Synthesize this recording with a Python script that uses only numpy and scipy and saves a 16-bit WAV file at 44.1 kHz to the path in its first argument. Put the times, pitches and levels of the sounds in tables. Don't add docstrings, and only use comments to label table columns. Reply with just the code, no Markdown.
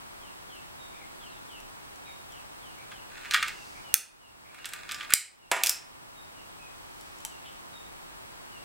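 import sys
import numpy as np
from scipy import signal
from scipy.fft import rfft, irfft
from scipy.io import wavfile

SR = 44100
rng = np.random.default_rng(int(sys.argv[2]) if len(sys.argv) > 2 else 0)


def unload_audio(sound):
    columns = np.transpose(np.atleast_2d(sound))
    steps = np.round(np.clip(columns, -1, 1) * 32767)
    wavfile.write(sys.argv[1], SR, steps.astype(np.int16))


N = 381024
TIME = np.arange(N) / SR
BLOW = TIME[:SR // 4]

# pitch in Hz, level in dB, fade time in seconds.
TRAY_MODES = [(316, -9, 0.14), (393.5, 1, 0.088), (545, 2.5, 0.081), (678, 7, 0.12), (788, 4.5, 0.24),
              (897, 9, 0.058), (971, 6.5, 0.23), (1196, -3, 0.32), (1244, 4, 0.1), (1392, -5.5, 0.18),
              (1442, 6, 0.15), (1570, 3.5, 0.046), (1638, -1.5, 0.076), (1710, 11, 0.081),
              (1790, -5.5, 0.067), (1837, -3, 0.42), (1950, -11, 0.29), (2060, -4.5, 0.19), (2180, 0, 0.24),
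              (2210, -11.5, .28), (2266, -4, 0.22), (2386, -7.5, 0.27), (2500, -1, 0.21), (2760, -3, 0.37),
              (2730, -9, .25), (2900, -17.5, .15), (3420, 3, 0.086), (3420, -11, .18)]


def from_db(db):
    return 10 ** (np.asarray(db) / 20)


def rms_one(x):
    return x / np.sqrt(np.mean(x ** 2) + 1e-20)


def at_hz(points, hz):
    f, value = np.transpose(points)
    return np.interp(np.log(np.maximum(hz, 1)), np.log(f), value)


def dying(t, t60):
    return np.exp(-np.log(1000) * t / max(t60, 1e-3))


def add(track, s, sound):
    start = max(round(s * SR), 0)
    track[start:start + len(sound)] += sound[:N - start]


def keep_band(x, hz, kind, order=2):
    return signal.sosfilt(signal.butter(order, hz, kind, fs=SR, output="sos"), x)


def noise(spectrum, size):
    gain = from_db(at_hz(spectrum, np.fft.rfftfreq(size, 1 / SR)))
    return rms_one(irfft(rfft(rng.standard_normal(size)) * gain, size))


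def ringing(modes, spread_db, detune=.007):
    hz, db, t60 = np.transpose(modes)
    hz = hz * (1 + detune * rng.standard_normal(len(modes)))
    gains = from_db(db + spread_db * rng.standard_normal(len(modes)))
    gains *= rng.choice([-1, 1], len(modes)) / np.sqrt(np.sum(gains ** 2) / 2)
    return sum(g * np.sin(2 * np.pi * f * BLOW) * dying(BLOW, life) for g, f, life in zip(gains, hz, t60))


def background(mid_db=-53, side_db=-46, whine_hz=15735, whine_db=-70):
    # frequency in Hz, relative level in dB.
    mid_colour = [(15, -33.5), (25, 4.5), (49, 0.5), (123, -0.5), (200, -5.5), (363, -3.5), (439, -7),
                  (962, 0), (2000, -9), (2350, -9), (6560, -17), (7110, -17), (7920, -11), (14800, -21),
                  (16000, -19)]
    side_colour = [(15, -18.5), (25, -3.5), (127, -3.5), (363, -2), (516, -4.5), (659, -1.5), (887, -1),
                   (2760, -10), (7110, -18.5), (8140, -48.5), (14400, -63.5), (16000, -18)]
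    whine = from_db(whine_db) * np.sin(2 * np.pi * whine_hz * TIME)
    mid = from_db(mid_db) * noise(mid_colour, N) + whine
    return mid + from_db(side_db) * noise(side_colour, N) * [[1], [-1]]


def workshop(x, direct_db, echo_db, side_db, stretch):
    # frequency in Hz, fade time in seconds before stretching.
    fades = [(200, 0.35), (1000, 0.4), (3000, 0.38), (6000, 0.33), (10000, 0.29), (16000, 0.16)]
    t = TIME[:SR]
    edges = np.geomspace(100, 18000, 10)
    tail = np.zeros((2, SR))
    for low, high in zip(edges, edges[1:]):
        band = keep_band(rng.standard_normal((2, SR)), [low, high], "band", order=3)
        tail += band * dying(t, stretch * at_hz(fades, np.sqrt(low * high)))
    tail *= np.clip((t - .003) / 0.0014, 0, 1)
    mid, side = (from_db(echo_db) * signal.fftconvolve(x, h / np.linalg.norm(h))[:N] for h in tail)
    width = from_db(side_db) * keep_band(side, 11000, "low", order=1) * [[1], [-1]]
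    return from_db(direct_db) * x + mid + width


def birds(full_rasp_hz=520, flutter_hz=350, bend=1.6):
    # start in seconds, kind, end pitch in Hz, level in dB.
    calls = [(.2, "slur", 2660, -59), (.487, "slur", 2640, -54.5), (.785, "pip", 3674, -55),
             (.92, "pip", 3560, -65), (.921, "chup", 2445, -57), (.99, "churr", 2100, -55),
             (1.2, "slur", 2670, -53), (1.272, "slur", 3430, -63), (1.479, "slur", 2636, -53),
             (2.048, "pip", 3700, -55), (2.058, "churr", 2215, -54.5), (2.296, "slur", 2640, -56.5),
             (2.605, "slur", 2746, -58.5), (2.77, "chup", 2400, -57), (2.9, "slur", 2710, -57),
             (3.215, "whistle", 2820, -58), (3.541, "whistle", 2660, -54), (3.74, "chup", 2400, -54.5),
             (3.835, "whistle", 2775, -54), (3.951, "whistle", 2450, -46.5), (4.205, "whistle", 2690, -55),
             (4.444, "chup", 2370, -53.5), (4.579, "whistle", 2640, -52), (5.39, "whistle", 2686, -55),
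             (6.15, "pip", 3690, -56.5), (6.34, "whistle", 2720, -59), (6.585, "pip", 2504, -54),
             (7.29, "whistle", 2690, -58), (7.442, "squawk", 3170, -51), (7.727, "pip", 3667, -54),
             (8.515, "whistle", 2704, -56)]
    shapes = {"slur": (.115, 1.33, .23), "whistle": (.1, 1.11, .11), "pip": (.1, 1.04, .11),
              "churr": (0.0596, 1.15, 0.28), "chup": (.068, .92, .33), "squawk": (0.057, .93, 0.86)}
    out = np.zeros(N)
    for s, kind, end_hz, level_db in calls:
        length, fall, rasp = shapes[kind]
        u = np.linspace(0, 1, int(length * SR))
        shake = rms_one(keep_band(rng.standard_normal(len(u)), flutter_hz, "low"))
        slide_hz = end_hz * (1 + (fall - 1) * (1 - u) ** bend)
        hz = slide_hz + rasp * full_rasp_hz * shake * (1 - u / 2)
        whistle = np.sin(2 * np.pi * np.cumsum(hz) / SR) * np.sqrt(u * (1 - u))
        add(out, s, from_db(level_db) * rms_one(whistle))
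    return out


def brushing():
    # middle in seconds, half length in seconds, level in dB.
    strokes = [(3.586, 0.27, -56.5), (7.078, 0.25, -64.5)]
    # frequency in Hz, relative level in dB.
    skin_colour = [(1000, -28), (2500, -14.5), (4800, 2.5), (6500, -1), (8300, -7), (15000, -28)]
    swell = sum(from_db(db) * np.exp(-((TIME - s) / half) ** 2) for s, half, db in strokes)
    return noise(skin_colour, N) * swell


def click(t60, note_hz, treble_db, note_db=10, note_width=0.06, overtone=1.4, overtone_db=5.5):
    # frequency in Hz, relative level in dB.
    steel_colour = [(100, -31.5), (900, -31.5), (1500, -15.5), (2600, -3), (4500, -3), (6200, -1),
                    (9000, -1.5), (11000, -2), (15000, -4), (17000, -27.5)]
    hz = np.maximum(np.fft.rfftfreq(len(BLOW), 1 / SR), 1)
    colour = at_hz(steel_colour, hz) + treble_db * at_hz([(3000, 0), (13000, 1)], hz)
    for centre, db in ((note_hz, note_db), (note_hz * overtone, overtone_db)):
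        colour += db * np.exp(-.5 * (np.log(hz / centre) / note_width) ** 2)
    scatter = np.angle(rfft(rng.standard_normal(len(BLOW)) * dying(BLOW, t60)))
    crack = irfft(from_db(colour) * np.exp(1j * scatter), len(BLOW)) * dying(BLOW, 4 * t60)
    return crack / np.abs(crack).max()


def ticks(ring_db=-14, click_db=-2):
    # start in seconds, level in dB.
    touches = [(1.603, -43), (1.959, -42), (2.322, -42), (6.762, -50), (7.011, -39.5), (7.186, -44),
               (7.205, -45), (7.25, -21)]
    # pitch in Hz, level in dB, fade time in seconds.
    part_modes = [(868, 0, 0.071), (3090, -0.5, 0.062), (4780, -11, .025), (5780, 9, 0.023),
                  (6700, -12, 0.03), (7300, 2, .02), (9400, -15, .015), (10300, 4, .015),
                  (11840, -6, 0.016), (13350, -20, .012)]
    out = np.zeros(N)
    for s, level_db in touches:
        ring = from_db(ring_db) * ringing(part_modes, spread_db=2, detune=.015)
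        tap = from_db(click_db) * click(t60=0.0069, note_hz=7700, treble_db=-2.5)
        add(out, s, from_db(level_db) * (ring + tap))
    return out


def upper_modes(lowest_hz=1100, weaker_db=-24, damping=0.43):
    return [(hz, db + weaker_db * (hz < lowest_hz), t60 * damping) for hz, db, t60 in TRAY_MODES]


def tray_buzz(t60):
    # frequency in Hz, relative level in dB.
    buzz_colour = [(100, -26), (300, -9.5), (700, -1.5), (1300, 5), (2300, 4.5), (3300, -4), (4500, -14),
                   (8000, -18.5), (15000, -33)]
    return noise(buzz_colour, len(BLOW)) * dying(BLOW, t60)


def strikes():
    # start in seconds, kind, click level in dB, screw's note in Hz, treble change in dB.
    hits = [(2.915, "bump", -47.5, 3300, -10), (3.17, "bump", -49, 2300, -8),
            (3.249, "bump", -42, 5260, -2.5), (3.31, "clink", -16, 4240, -17),
            (3.3366, "clink", -13, 3470, -14.5), (3.3439, "clack", -8.5, 3300, -15),
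            (3.4271, "clack", -16.5, 2550, -18.5), (3.482, "clack", -26.5, 5300, -4.5),
            (3.9415, "snap", 12.5, 6270, 11), (3.9423, "snap", 6.5, 2500, 1),
            (4.545, "clack", -37, 8500, -7), (4.582, "bump", -48, 2100, -3),
            (4.645, "clink", -24, 3770, -34.5), (4.656, "clink", -18, 8100, -10),
            (4.69, "clink", -28.5, 8000, -3.5), (4.7352, "clink", -20, 8300, -7.5),
            (4.8916, "clack", -24, 3500, -22), (4.9121, "clink", -19.5, 3500, -19.5),
            (4.919, "clink", -19, 8000, -12.5), (4.9446, "clink", -21.5, 5100, -15),
            (5.008, "clack", -25, 3200, -31), (5.03, "clack", -31.5, 3500, -15.5),
            (5.1046, "clack", -23, 7700, 2), (5.122, "bump", -29, 2600, -8),
            (5.1369, "snap", 16.5, 7840, -6), (5.138, "snap", 13.5, 8540, -7.5),
            (5.6353, "fall", 0, 2500, -0.5), (5.661, "fall", -6.5, 6000, -1.5),
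            (5.669, "fall", -3, 5100, -2), (5.694, "fall", -0.5, 5350, 6.5)]
    contacts = {"bump": (.016, 1000, 2.9), "clack": (0.028, 1200, -8), "clink": (0.026, 870, -18),
                "snap": (.0105, 40, -35.5), "fall": (0.03, 340, -33)}
    for s, kind, click_db, note_hz, treble_db in hits:
        t60, lowest_hz, ring_db = contacts[kind]
        yield s, click_db, t60, lowest_hz, note_hz, treble_db, click_db + ring_db


def movement(rise_s=0.025, settle_s=0.17, jostle_db=-8.5, jostle_s=0.084):
    # start in seconds, length in seconds, level in dB.
    pushes = [(2.885, 0.049, -54), (3.082, 0.26, -51.5), (3.289, .19, -41.5), (4.488, 0.15, -56),
              (4.703, 0.34, -46), (5.088, 0.077, -33)]
    out, t = np.zeros(N), TIME[:SR]
    for s, length, db in pushes:
        add(out, s, from_db(db) * np.minimum(t / rise_s, 1) * dying(np.maximum(t - length, 0), settle_s))
    for s, *_, tray_db in strikes():
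        add(out, s, from_db(tray_db + jostle_db) * dying(BLOW, jostle_s))
    return out


def sliding(slips_per_s=260, spread_db=4.5, ring_db=4, floor_db=2.0):
    # frequency in Hz, relative level in dB.
    grit_colour = [(300, -34), (1000, -17), (1200, -8), (1700, 0), (2700, 0), (4000, -3), (5300, -7.5),
                   (6500, -15), (8200, -9), (15000, -30.5)]
    # pitch in Hz, level in dB, fade time in seconds.
    floor_mode = (1196, 0, .3)
    happens = rng.random(N) < slips_per_s / SR
    slips = happens * rng.choice([-1, 1], N) * from_db(spread_db * np.minimum(rng.exponential(1, N), 3))
    grit = signal.fftconvolve(slips, noise(grit_colour, len(BLOW)) * dying(BLOW, .014))[:N]
    tray = signal.fftconvolve(slips, ringing(upper_modes(), spread_db=1.5, detune=0))[:N]
    tray = keep_band(tray, 2500, "low", order=1)
    floor = signal.fftconvolve(slips, ringing([floor_mode], spread_db=0, detune=0))[:N]
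    scrape = rms_one(grit) + from_db(ring_db) * rms_one(tray) + from_db(floor_db) * rms_one(floor)
    return movement() * rms_one(keep_band(scrape, 1100, "high", order=4))


def tray_drop(buzz_db=-5, modes_db=-2):
    # start in seconds, ring level in dB, click level in dB.
    knocks = [(5.5148, -8.5, -3), (5.563, -20, -19), (5.596, -32, -38)]
    out = np.zeros(N)
    for s, ring_db, click_db in knocks:
        tray = from_db(buzz_db) * tray_buzz(t60=0.17)
        tray += from_db(modes_db) * ringing(TRAY_MODES, spread_db=0)
        add(out, s, from_db(ring_db) * tray * (1 - dying(BLOW, 0.0013)))
        add(out, s, from_db(click_db) * click(t60=0.051, note_hz=7580, treble_db=-12))
    return keep_band(out, 149, "high", order=3)


def screw_ring(note_hz, t60=0.34):
    return ringing([(note_hz * ratio, 0, t60) for ratio in np.linspace(.9, 1.1, 7)], spread_db=2)


def clacks(screw_db=-34.5, buzz_db=1.5, modes_db=-3):
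    out = np.zeros(N)
    for s, click_db, t60, lowest_hz, note_hz, treble_db, tray_db in strikes():
        free = min(t60 / .025, 1) ** 4
        crack = keep_band(click(t60, note_hz, treble_db), lowest_hz, "high")
        screw = crack + from_db(screw_db) * free * screw_ring(note_hz)
        buzz = keep_band(tray_buzz(t60=0.075), 1300, "high", order=8)
        ring = keep_band(ringing(upper_modes(), spread_db=-2.5), 960, "high", order=5)
        tray = from_db(buzz_db) * buzz + from_db(modes_db) * ring
        add(out, s, from_db(click_db) * screw + from_db(tray_db) * tray)
    return out


def from_the_right(x, pan_db=0.68, lag_samples=0.11):
    delay = np.exp(-2j * np.pi * np.fft.rfftfreq(N) * lag_samples)
    late_left = irfft(rfft(x[0]) * delay, N)
    return np.array([from_db(-pan_db) * late_left, from_db(pan_db) * x[1]])


def scene():
    rummage = clacks() + sliding() + brushing()
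    light = workshop(rummage, direct_db=-0.5, echo_db=-9, side_db=-10, stretch=0.84)
    heavy = workshop(tray_drop(), direct_db=-2.5, echo_db=-11.5, side_db=-10.5, stretch=1.38)
    near = workshop(ticks(), direct_db=5.5, echo_db=-3.5, side_db=-9, stretch=0.86)
    outside = workshop(birds(), direct_db=-3.5, echo_db=-6, side_db=-9, stretch=1)
    return from_the_right(light + heavy) + near + outside + background()


def record(dry, threshold_db=-3.5, release_s=0.46, attack_s=0.00037, cutoff_hz=16100):
    over_db = np.maximum(20 * np.log10(np.abs(dry).max(axis=0) + 1e-9) - threshold_db, 0)
    fading = np.exp(-TIME / release_s)
    held_db = np.maximum.accumulate(over_db / fading) * fading
    smoothing = np.exp(-1 / (attack_s * SR))
    duck_db = signal.lfilter([1 - smoothing], [1, -smoothing], held_db)
    limited = np.clip(dry * from_db(-duck_db), -1, 1)
    return signal.sosfilt(signal.ellip(14, .1, 70, cutoff_hz, fs=SR, output="sos"), limited)


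dry = scene()
out = record(dry)
unload_audio(out)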